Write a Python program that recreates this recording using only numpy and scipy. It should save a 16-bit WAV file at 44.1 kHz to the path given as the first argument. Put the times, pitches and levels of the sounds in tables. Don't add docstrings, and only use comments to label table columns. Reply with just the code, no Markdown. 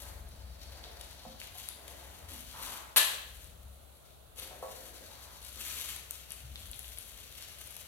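import sys
import numpy as np
from scipy import signal
from scipy.fft import rfft, irfft, next_fast_len
from scipy.io import wavfile
from scipy.ndimage import uniform_filter1d

SR = 44100
rng = np.random.default_rng(int(sys.argv[2]) if len(sys.argv) > 2 else 0)


def generate_wav(signal):
    frames = np.transpose(np.atleast_2d(signal))
    scaled = np.clip(frames, -1, 1) * 32767
    pcm = np.round(scaled).astype(np.int16)
    wavfile.write(sys.argv[1], SR, pcm)


N = 347067
TIME = np.arange(N) / SR

# f/Hz, level/dB, t60/s
RIM_MODES = [(132, 1, 0.24), (226.7, 1.5, 0.33), (257, -3, 0.27), (326, -15, 0.3), (528, 4, 0.27),
             (665, -6, 0.29), (748, 6, 0.12), (847, 11, 0.021), (1054, 9.5, 0.029), (1115, 0, 0.13),
             (1330, 8, 0.044), (1740, 7, 0.12), (2435, -18, 0.2), (3250, -14, 0.14), (3340, -16, 0.12),
             (3260, -13, 0.12), (3900, 0.5, 0.29)]
# f/Hz, level/dB
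RASP_SPECTRUM = [(150, -16), (400, -19.5), (1000, -16.5), (1800, -11), (2400, -7.5), (3100, -3.5),
                 (4100, -2), (4900, -0.5), (6000, -3.5), (9000, -17)]
TICK_SPECTRUM = [(1500, -13), (4000, -33), (5100, -35), (6500, 0), (9000, 8), (11300, 16), (12500, -4),
                 (14000, 8), (16000, -11)]


def amp(db):
    return 10 ** (np.asarray(db) / 20)


def unit_rms(x):
    return x / np.sqrt(np.mean(x ** 2) + 1e-20)


def unit_energy(x):
    return x / np.linalg.norm(x)


def read(points, hz):
    f, value = np.transpose(points)
    return np.interp(np.log(hz + 1), np.log(f + 1), value)


def add(mix, s, sound):
    part = mix[:, max(round(s * SR), 0):][:, :sound.shape[1]]
    part += sound[:, :part.shape[1]]


def pulse(spectrum, size=2048):
    log_gain = np.log(amp(read(spectrum, abs(np.fft.fftfreq(size, 1 / SR)))))
    minimum_phase = np.exp(np.conj(signal.hilbert(log_gain)))
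    return unit_energy(np.fft.ifft(minimum_phase).real[:size // 2])


def colour(x, spectrum):
    size = next_fast_len(N + 8192)
    gain = amp(read(spectrum, np.fft.rfftfreq(size, 1 / SR)))
    return irfft(rfft(x, size) * gain, size)[:N]


def resonate(x, hz, width_hz):
    turn = np.exp(2j * np.pi * np.cumsum(hz) / SR)
    pole = np.exp(-np.pi * width_hz / SR)
    return 2 * (turn * signal.lfilter([1 - pole], [1, -pole], x / turn)).real


def ring(modes):
    t = np.arange(SR // 2) / SR
    return sum(amp(db - 60 * t / t60) * np.sin(2 * np.pi * hz * t) for hz, db, t60 in modes)


def contact(seconds, rough):
    t = np.arange(SR // 8) / SR
    force = rough * unit_energy(rng.standard_normal(len(t)) * np.exp(-t / seconds))
    force[0] += 1
    return unit_energy(force)


def slips(per_s, spread_db, smooth):
    sizes = amp(spread_db * np.minimum(rng.exponential(1, N), 4)) * rng.choice([-1, 1], N)
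    train = sizes * (rng.random(N) < per_s / SR)
    train /= np.sqrt(abs(uniform_filter1d(train ** 2, size=4000)) + 1e-9)
    return unit_rms(train + smooth * rng.standard_normal(N))


def push(start, rise, length, release_db_per_s):
    t = TIME - start
    attack = np.sin(np.pi / 2 * np.clip(t / rise, 0, 1)) ** 2
    fall_db = np.minimum(release_db_per_s * np.maximum(t - length, 0), 200)
    return attack * amp(-fall_db)


def movements(rows, release_db_per_s):
    rows = np.array(rows)
    power = np.array([(amp(db) * push(start, rise, length, release_db_per_s)) ** 2
                      for start, rise, length, db in rows[:, :4]]) + 1e-18
    total = power.sum(0)
    return np.sqrt(total), *(rows[:, 4:].T @ power / total)


def workshop(x, wet_db, build_s=0.0033):
    # f/Hz, t60/s
    decay_times = [(100, 6.5), (250, 0.9), (700, 0.62), (1800, 0.74), (4000, 0.64), (8000, 0.57),
                   (12000, 0.44), (16000, 0.9)]
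    # f/Hz, level/dB
    tail_spectrum = [(100, -5), (700, 4.5), (3500, 2), (7000, 0), (12000, -5)]
    t = np.arange(SR * 5 // 8) / SR
    hz, at, bands = signal.stft(rng.standard_normal((2, len(t))), SR, nperseg=256)
    t60 = read(decay_times, hz)[:, None]
    bands *= amp(read(tail_spectrum, hz)[:, None] - 60 * at / t60)
    bands *= np.sqrt(2 * np.log(1000) / (t60 * SR))
    tail = signal.istft(bands, SR, nperseg=256)[1][:, :len(t)]
    response = tail * amp(wet_db) * (1 - np.exp(-t / build_s))
    response[[0, 1], [0, rng.integers(3, 8)]] += 1
    return signal.oaconvolve(x[None], response, axes=1)[:, :N]


def air_noise(left_db=-58.5, right_db=-52.0):
    # f/Hz, level/dB
    left_spectrum = [(20, 8), (110, 9.5), (190, -1.5), (300, -3.5), (450, 3), (630, 6.5), (950, -3),
                     (1400, -1.5), (1800, -22), (4000, -6), (5100, -16), (6500, -12), (11000, -11),
                     (16000, -51)]
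    right_spectrum = [(20, 3), (110, 11.5), (190, -1.5), (300, -4.5), (630, -4), (1000, -10), (2000, -12),
                      (4000, -5), (6500, -12.5), (11000, 5.5), (16000, -6)]
    left, right = rng.standard_normal((2, N))
    return np.array([amp(left_db) * unit_rms(colour(left, left_spectrum)),
                     amp(right_db) * unit_rms(colour(right, right_spectrum))])


def room_drone(hum_hz=63.6, waver_hz=2.34, apart=0.16, gain_db=-0.03):
    # t/s, level/dB
    swells = [(0, -49), (.33, -45.5), (.45, -47), (1.0, -53), (1.75, -58.5), (2.2, -52), (2.6, -53),
              (2.98, -64), (3.45, -49.5), (3.68, -50), (4.08, -65.5), (4.3, -57.5), (5.1, -59),
              (5.55, -54.5), (6.28, -58), (6.52, -47), (7.1, -57), (7.87, -61)]
    # f/Hz, level/dB
    rumble_spectrum = [(20, -44), (35, -24), (48, 5.5), (58, -17.5), (64, 8), (71, -17.5), (84, -0.5),
                       (100, -16), (150, -22), (220, -25), (400, -47)]
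    shared, drift = rng.standard_normal((2, N))
    pitch_hz = hum_hz + waver_hz * unit_rms(uniform_filter1d(drift, size=9000))
    hum = np.sqrt(2) * np.sin(2 * np.pi * np.cumsum(pitch_hz) / SR)
    sides = shared + apart * rng.standard_normal((2, N))
    drone = hum + np.array([unit_rms(colour(side, rumble_spectrum)) for side in sides])
    steady = drone / np.sqrt(uniform_filter1d((drone ** 2).mean(0), size=15000))
    return steady * amp(np.interp(TIME, *np.transpose(swells)) + gain_db)


def bead_drag(gain_db=-1, groan_db=2, width_hz=490):
    # start t/s, rise/s, length/s, relative level/dB, groan f/Hz
    pulls = [(0.0, 0.0046, 0.1, -57, 710), (0.18, 0.1, 0.53, -67, 670), (0.58, 0.2, 0.45, -59.5, 660),
             (1.05, .1, 0.68, -66.5, 750), (1.7, .11, 0.4, -59.5, 690), (2.15, 0.049, .2, -61, 740),
             (2.5, 0.077, .27, -52, 900), (4.33, .09, 0.71, -60.5, 573), (5.04, 0.061, 0.31, -62, 830),
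             (5.54, 0.042, 0.39, -68, 1060)]
    # f/Hz, level/dB
    judder_spectrum = [(100, -26), (220, -4), (340, -5), (540, -7), (800, -11.5), (1100, -7), (1600, 2),
                       (2300, -5), (4000, -25)]
    gain, groan_hz = movements(pulls, release_db_per_s=96)
    judder = unit_rms(colour(slips(per_s=600, spread_db=2.5, smooth=1.0), judder_spectrum))
    groan = unit_rms(resonate(resonate(judder, groan_hz, width_hz), groan_hz, width_hz))
    return workshop(unit_rms(judder + amp(groan_db) * groan) * gain * amp(gain_db), wet_db=-1)


def rubber_creaks(per_s=900, width_hz=2000, first_slip_db=9.0):
    # t/s, relative level/dB, rubber f/Hz, decay/s
    creaks = [(0.84, -52, 3900, 0.041), (1.416, -43.5, 2620, 0.0049), (4.39, -52, 3330, 0.027),
              (6.314, -56.5, 2730, 0.036), (6.558, -43.5, 3560, 0.0088), (6.63, -59, 3540, 0.064),
              (6.733, -52, 3600, 0.035), (6.845, -53, 3100, 0.018), (6.975, -54, 3300, 0.027)]
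    out = np.zeros((2, N))
    t = np.arange(SR // 5) / SR
    for s, db, hz, decay_s in creaks:
        sizes = rng.uniform(0.33, 1, len(t)) * rng.choice([-1, 1], len(t))
        run = sizes * (rng.random(len(t)) < per_s / SR)
        run[0] = amp(first_slip_db)
        run *= np.exp(-t / decay_s)
        pitch_hz = np.full(len(t), hz)
        creak = unit_energy(resonate(resonate(run, pitch_hz, width_hz), pitch_hz, width_hz))
        add(out, s, amp(db) * np.sqrt(decay_s * SR) * workshop(creak, wet_db=-3))
    return out


def rim_knocks(gain_db=22, thud_db=-10):
    # t/s, relative level/dB, centre f/Hz, reach either side/octaves, contact/s
    knocks = [(0.865, -58, 700, 0.42, .003), (1.251, -43.5, 756, 0.63, 0.0013),
              (1.262, -45.5, 213, .5, .035), (1.552, -50.5, 810, 0.36, 0.006), (2.31, -47, 282, 0.3, 0.065),
              (4.422, -52, 643, 0.61, 0.0047), (4.51, -45.5, 770, 0.71, .018),
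              (4.626, -32, 690, 0.65, 0.021), (5.564, -53, 324, 0.6, .026), (6.43, -45, 115, 0.42, .04)]
    out, rim = np.zeros((2, N)), ring(RIM_MODES)
    for s, db, centre_hz, reach_octaves, contact_s in knocks:
        edges_hz = centre_hz * 2. ** (reach_octaves * np.array([-1, 1]))
        band = signal.butter(4, edges_hz, "bandpass", fs=SR, output="sos")
        blow = signal.sosfilt(band, contact(contact_s, rough=1.0))
        knock = unit_energy(signal.fftconvolve(blow, rim))
        knock[:len(blow)] += amp(thud_db) * unit_energy(blow)
        add(out, s, amp(db + gain_db) * workshop(knock, wet_db=-3.0))
    return out


def lever_and_bead_clicks(gain_db=3):
    # t/s, relative level/dB, rasp against tick/dB
    clicks = [(0.022, -21, -14), (0.29, -33, -22), (0.6165, -38, 9.5), (1.011, -25, 2), (1.111, -25, -13),
              (1.401, -23.5, -1), (1.577, -23, -17), (1.6878, -14, -8), (1.88, -23.5, -4.5),
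              (2.407, -21.5, -13), (3.3476, -32, -16), (3.444, -28, -15), (5.4288, -28, -12),
              (5.448, -24, -28), (5.813, -15, -8), (5.9632, -20.5, -3.5), (6.109, -10, -16),
              (6.306, -21, -4), (6.32, -18, -16), (6.7143, -20, -20), (6.7927, -17.5, -13),
              (6.8802, -23, -12), (6.974, -24, -19), (6.986, -18, -19), (7.2026, -27, -21),
              (7.4242, -21.5, -4.5), (7.709, -28, -22), (7.766, -20, -6)]
    out, tick, rasp = np.zeros((2, N)), pulse(TICK_SPECTRUM), pulse(RASP_SPECTRUM)
    for s, db, rasp_db in clicks:
        bright = signal.fftconvolve(contact(seconds=0.00055, rough=1.3), tick)
        low = amp(rasp_db) * signal.fftconvolve(contact(seconds=0.0021, rough=3.7), rasp)
        add(out, s, amp(db + gain_db) * workshop(bright + low, wet_db=-0.5))
    return out


def lever_snap(s=2.962, gap_s=0.0037, shrink=0.87, blows=10, chatter_db=-0.2, fade_db=0.5,
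               crack_db=1, ping_db=2, rim_db=-17.0):
    # f/Hz, level/dB
    crack_spectrum = [(100, -48), (200, -19), (300, -25), (520, -7.5), (820, -7.5), (1400, -10), (1800, -3),
                      (2150, -5.5), (2600, 0), (3500, 4.5), (4300, -0.5), (5100, -5.5), (6500, -9.5),
                      (9500, -5.5), (13800, -4.5), (16000, -14)]
    ping_spectrum = [(3000, -32), (7000, -11), (8500, -8.5), (9400, -5.5), (10300, -8), (11100, -1),
                     (11700, 1), (12400, -9), (14000, -14), (16000, -30)]
    out, crack, ping = np.zeros((2, N)), pulse(crack_spectrum), pulse(ping_spectrum)
    high_modes = [mode for mode in RIM_MODES if mode[0] > 800]
    body = amp(rim_db) * unit_energy(np.diff(ring(high_modes)))
    body[:len(crack)] += crack
    release = signal.fftconvolve(contact(seconds=0.00081, rough=0.72), body)
    add(out, s, amp(crack_db) * workshop(release, wet_db=4.5))
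    for k, at in enumerate(s + np.cumsum(gap_s * shrink ** np.arange(blows))):
        strength = amp(chatter_db - fade_db * k)
        blow = signal.fftconvolve(contact(seconds=0.0016, rough=1.2), body)
        add(out, at, strength * workshop(blow, wet_db=0.0))
        tip = signal.fftconvolve(contact(seconds=0.0027, rough=1.3), ping)
        add(out, at, strength * amp(ping_db) * workshop(tip, wet_db=3.5))
    return out


def grip_crackle(gain, rough, per_s=26, tick_db=21, spread_db=3, rasp_db=-5):
    sizes = gain * amp(tick_db + rng.uniform(-spread_db, spread_db, N))
    train = sizes * (rng.random(N) < per_s * rough / SR)
    tick = pulse(TICK_SPECTRUM) + amp(rasp_db) * pulse(RASP_SPECTRUM)
    slip = signal.fftconvolve(contact(seconds=0.0002, rough=0.8), tick)
    return workshop(signal.oaconvolve(train, slip)[:N], wet_db=-2.5)


def tyre_rubbing(gain_db=-2, patch_db=-1, clump_db=2, rough_spread_db=5):
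    # start t/s, rise/s, length/s, relative level/dB, hiss against rasp/dB, roughness/0-1, patch f/Hz
    strokes = [(0.0, 0.0017, 0.0092, -51.5, 6, 0, 4020), (0.26, 0.012, 0.49, -62, -7.5, .4, 4550),
               (0.58, 0.018, 0.38, -56.5, -5, 0.4, 4500), (0.98, 0.026, 0.028, -52, 0, 0.4, 4000),
               (1.09, .02, 0.23, -56, -6, 0.4, 4080), (1.375, 0.03, 0.053, -52.5, 0.5, 0.6, 3500),
               (1.49, 0.11, 0.11, -47.5, 3, .5, 3140), (1.76, 0.11, .42, -57.5, 3, 0.2, 3150),
               (2.275, 0.023, 0.099, -51, 4.5, 0.7, 3250), (2.455, 0.013, 0.15, -52.5, 0, 0.8, 3300),
               (2.53, 0.21, 0.13, -42.5, 4.5, 0.14, 3120), (3.25, 0.033, 0.18, -61.5, 6, 0.3, 3320),
               (3.55, 0.058, .42, -74.5, 9, .9, 3500), (4.04, 0.02, 0.014, -60.5, -3, 0.4, 3420),
               (4.345, 0.057, 0.049, -47, 5, 0.4, 3220), (4.5, .28, 0.35, -54.5, 6, 0, 3540),
               (4.92, 0.028, .46, -57.5, 2, 0.3, 4160), (5.4, .03, 0.32, -53, 3.5, 0.88, 3530),
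               (5.51, 0.14, 0.37, -45, 5, 0.15, 2800), (6.07, 0.035, 0.13, -54, 0, 0.2, 2720),
               (6.28, 0.019, 0.075, -54.5, 3.5, 0.2, 2700), (6.4, 0.036, .14, -60.5, 0, .3, 2900),
               (6.545, 0.0088, 0.56, -58, 7.5, .7, 3450), (7.07, 0.066, 0.36, -55.5, 1.5, 0.86, 2900),
               (7.3, 0.09, 0.22, -55, 1.5, 0.67, 2700), (7.55, 0.057, 0.24, -53.5, 4.5, 0.56, 2600)]
    # f/Hz, level/dB
    hiss_spectrum = [(1500, -19), (3500, -16.5), (4600, -13), (5100, -16), (6200, -4.5), (8000, -2.5),
                     (10000, -2), (11400, 3), (12400, -2), (13800, -1), (15500, -9)]
    gain, hiss_db, rough, patch_hz = movements(strokes, release_db_per_s=91)
    flicker = uniform_filter1d(uniform_filter1d(rng.standard_normal(N), size=700), size=200)
    clumps = amp(clump_db * unit_rms(flicker))
    grains = clumps * slips(per_s=1800, spread_db=rough_spread_db * rough, smooth=0.69)
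    broad = unit_rms(colour(grains, RASP_SPECTRUM))
    patch = unit_rms(resonate(broad, patch_hz, width_hz=1650))
    rasp = unit_rms(broad + amp(patch_db) * patch)
    hiss = amp(hiss_db) * unit_rms(colour(grains, hiss_spectrum))
    rub = workshop(gain * amp(gain_db) * (hiss + rasp), wet_db=-3.0)
    return rub + grip_crackle(gain * amp(hiss_db), rough)


def scene():
    friction = tyre_rubbing() + bead_drag() + rubber_creaks()
    impacts = lever_and_bead_clicks() + rim_knocks() + lever_snap()
    return friction + impacts + air_noise() + room_drone()


def record(dry, low_cut_hz=39, high_cut_hz=15950):
    # f/Hz, level/dB
    left_port = [(4400, 1), (4750, -1.5), (5050, -3), (5400, 0.5), (5900, 1)]
    # f/Hz, level/dB
    right_port = [(60, -4.5), (200, 3.5), (550, -0.5), (1000, 0.5), (1500, 4), (3000, -0.5), (4400, -5),
                  (5400, -10), (6000, -77), (6450, -24), (7200, -12), (8500, -10), (11500, -12),
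                  (15000, -5.5)]
    pair = np.array([colour(dry[0], left_port), colour(dry[1], right_port)])
    low_cut = signal.butter(4, low_cut_hz, "highpass", fs=SR, output="sos")
    high_cut = signal.firwin(301, high_cut_hz, window=("kaiser", 8), fs=SR)
    return signal.oaconvolve(signal.sosfilt(low_cut, pair), high_cut[None], "same", axes=1)


dry = scene()
out = record(dry)
generate_wav(out)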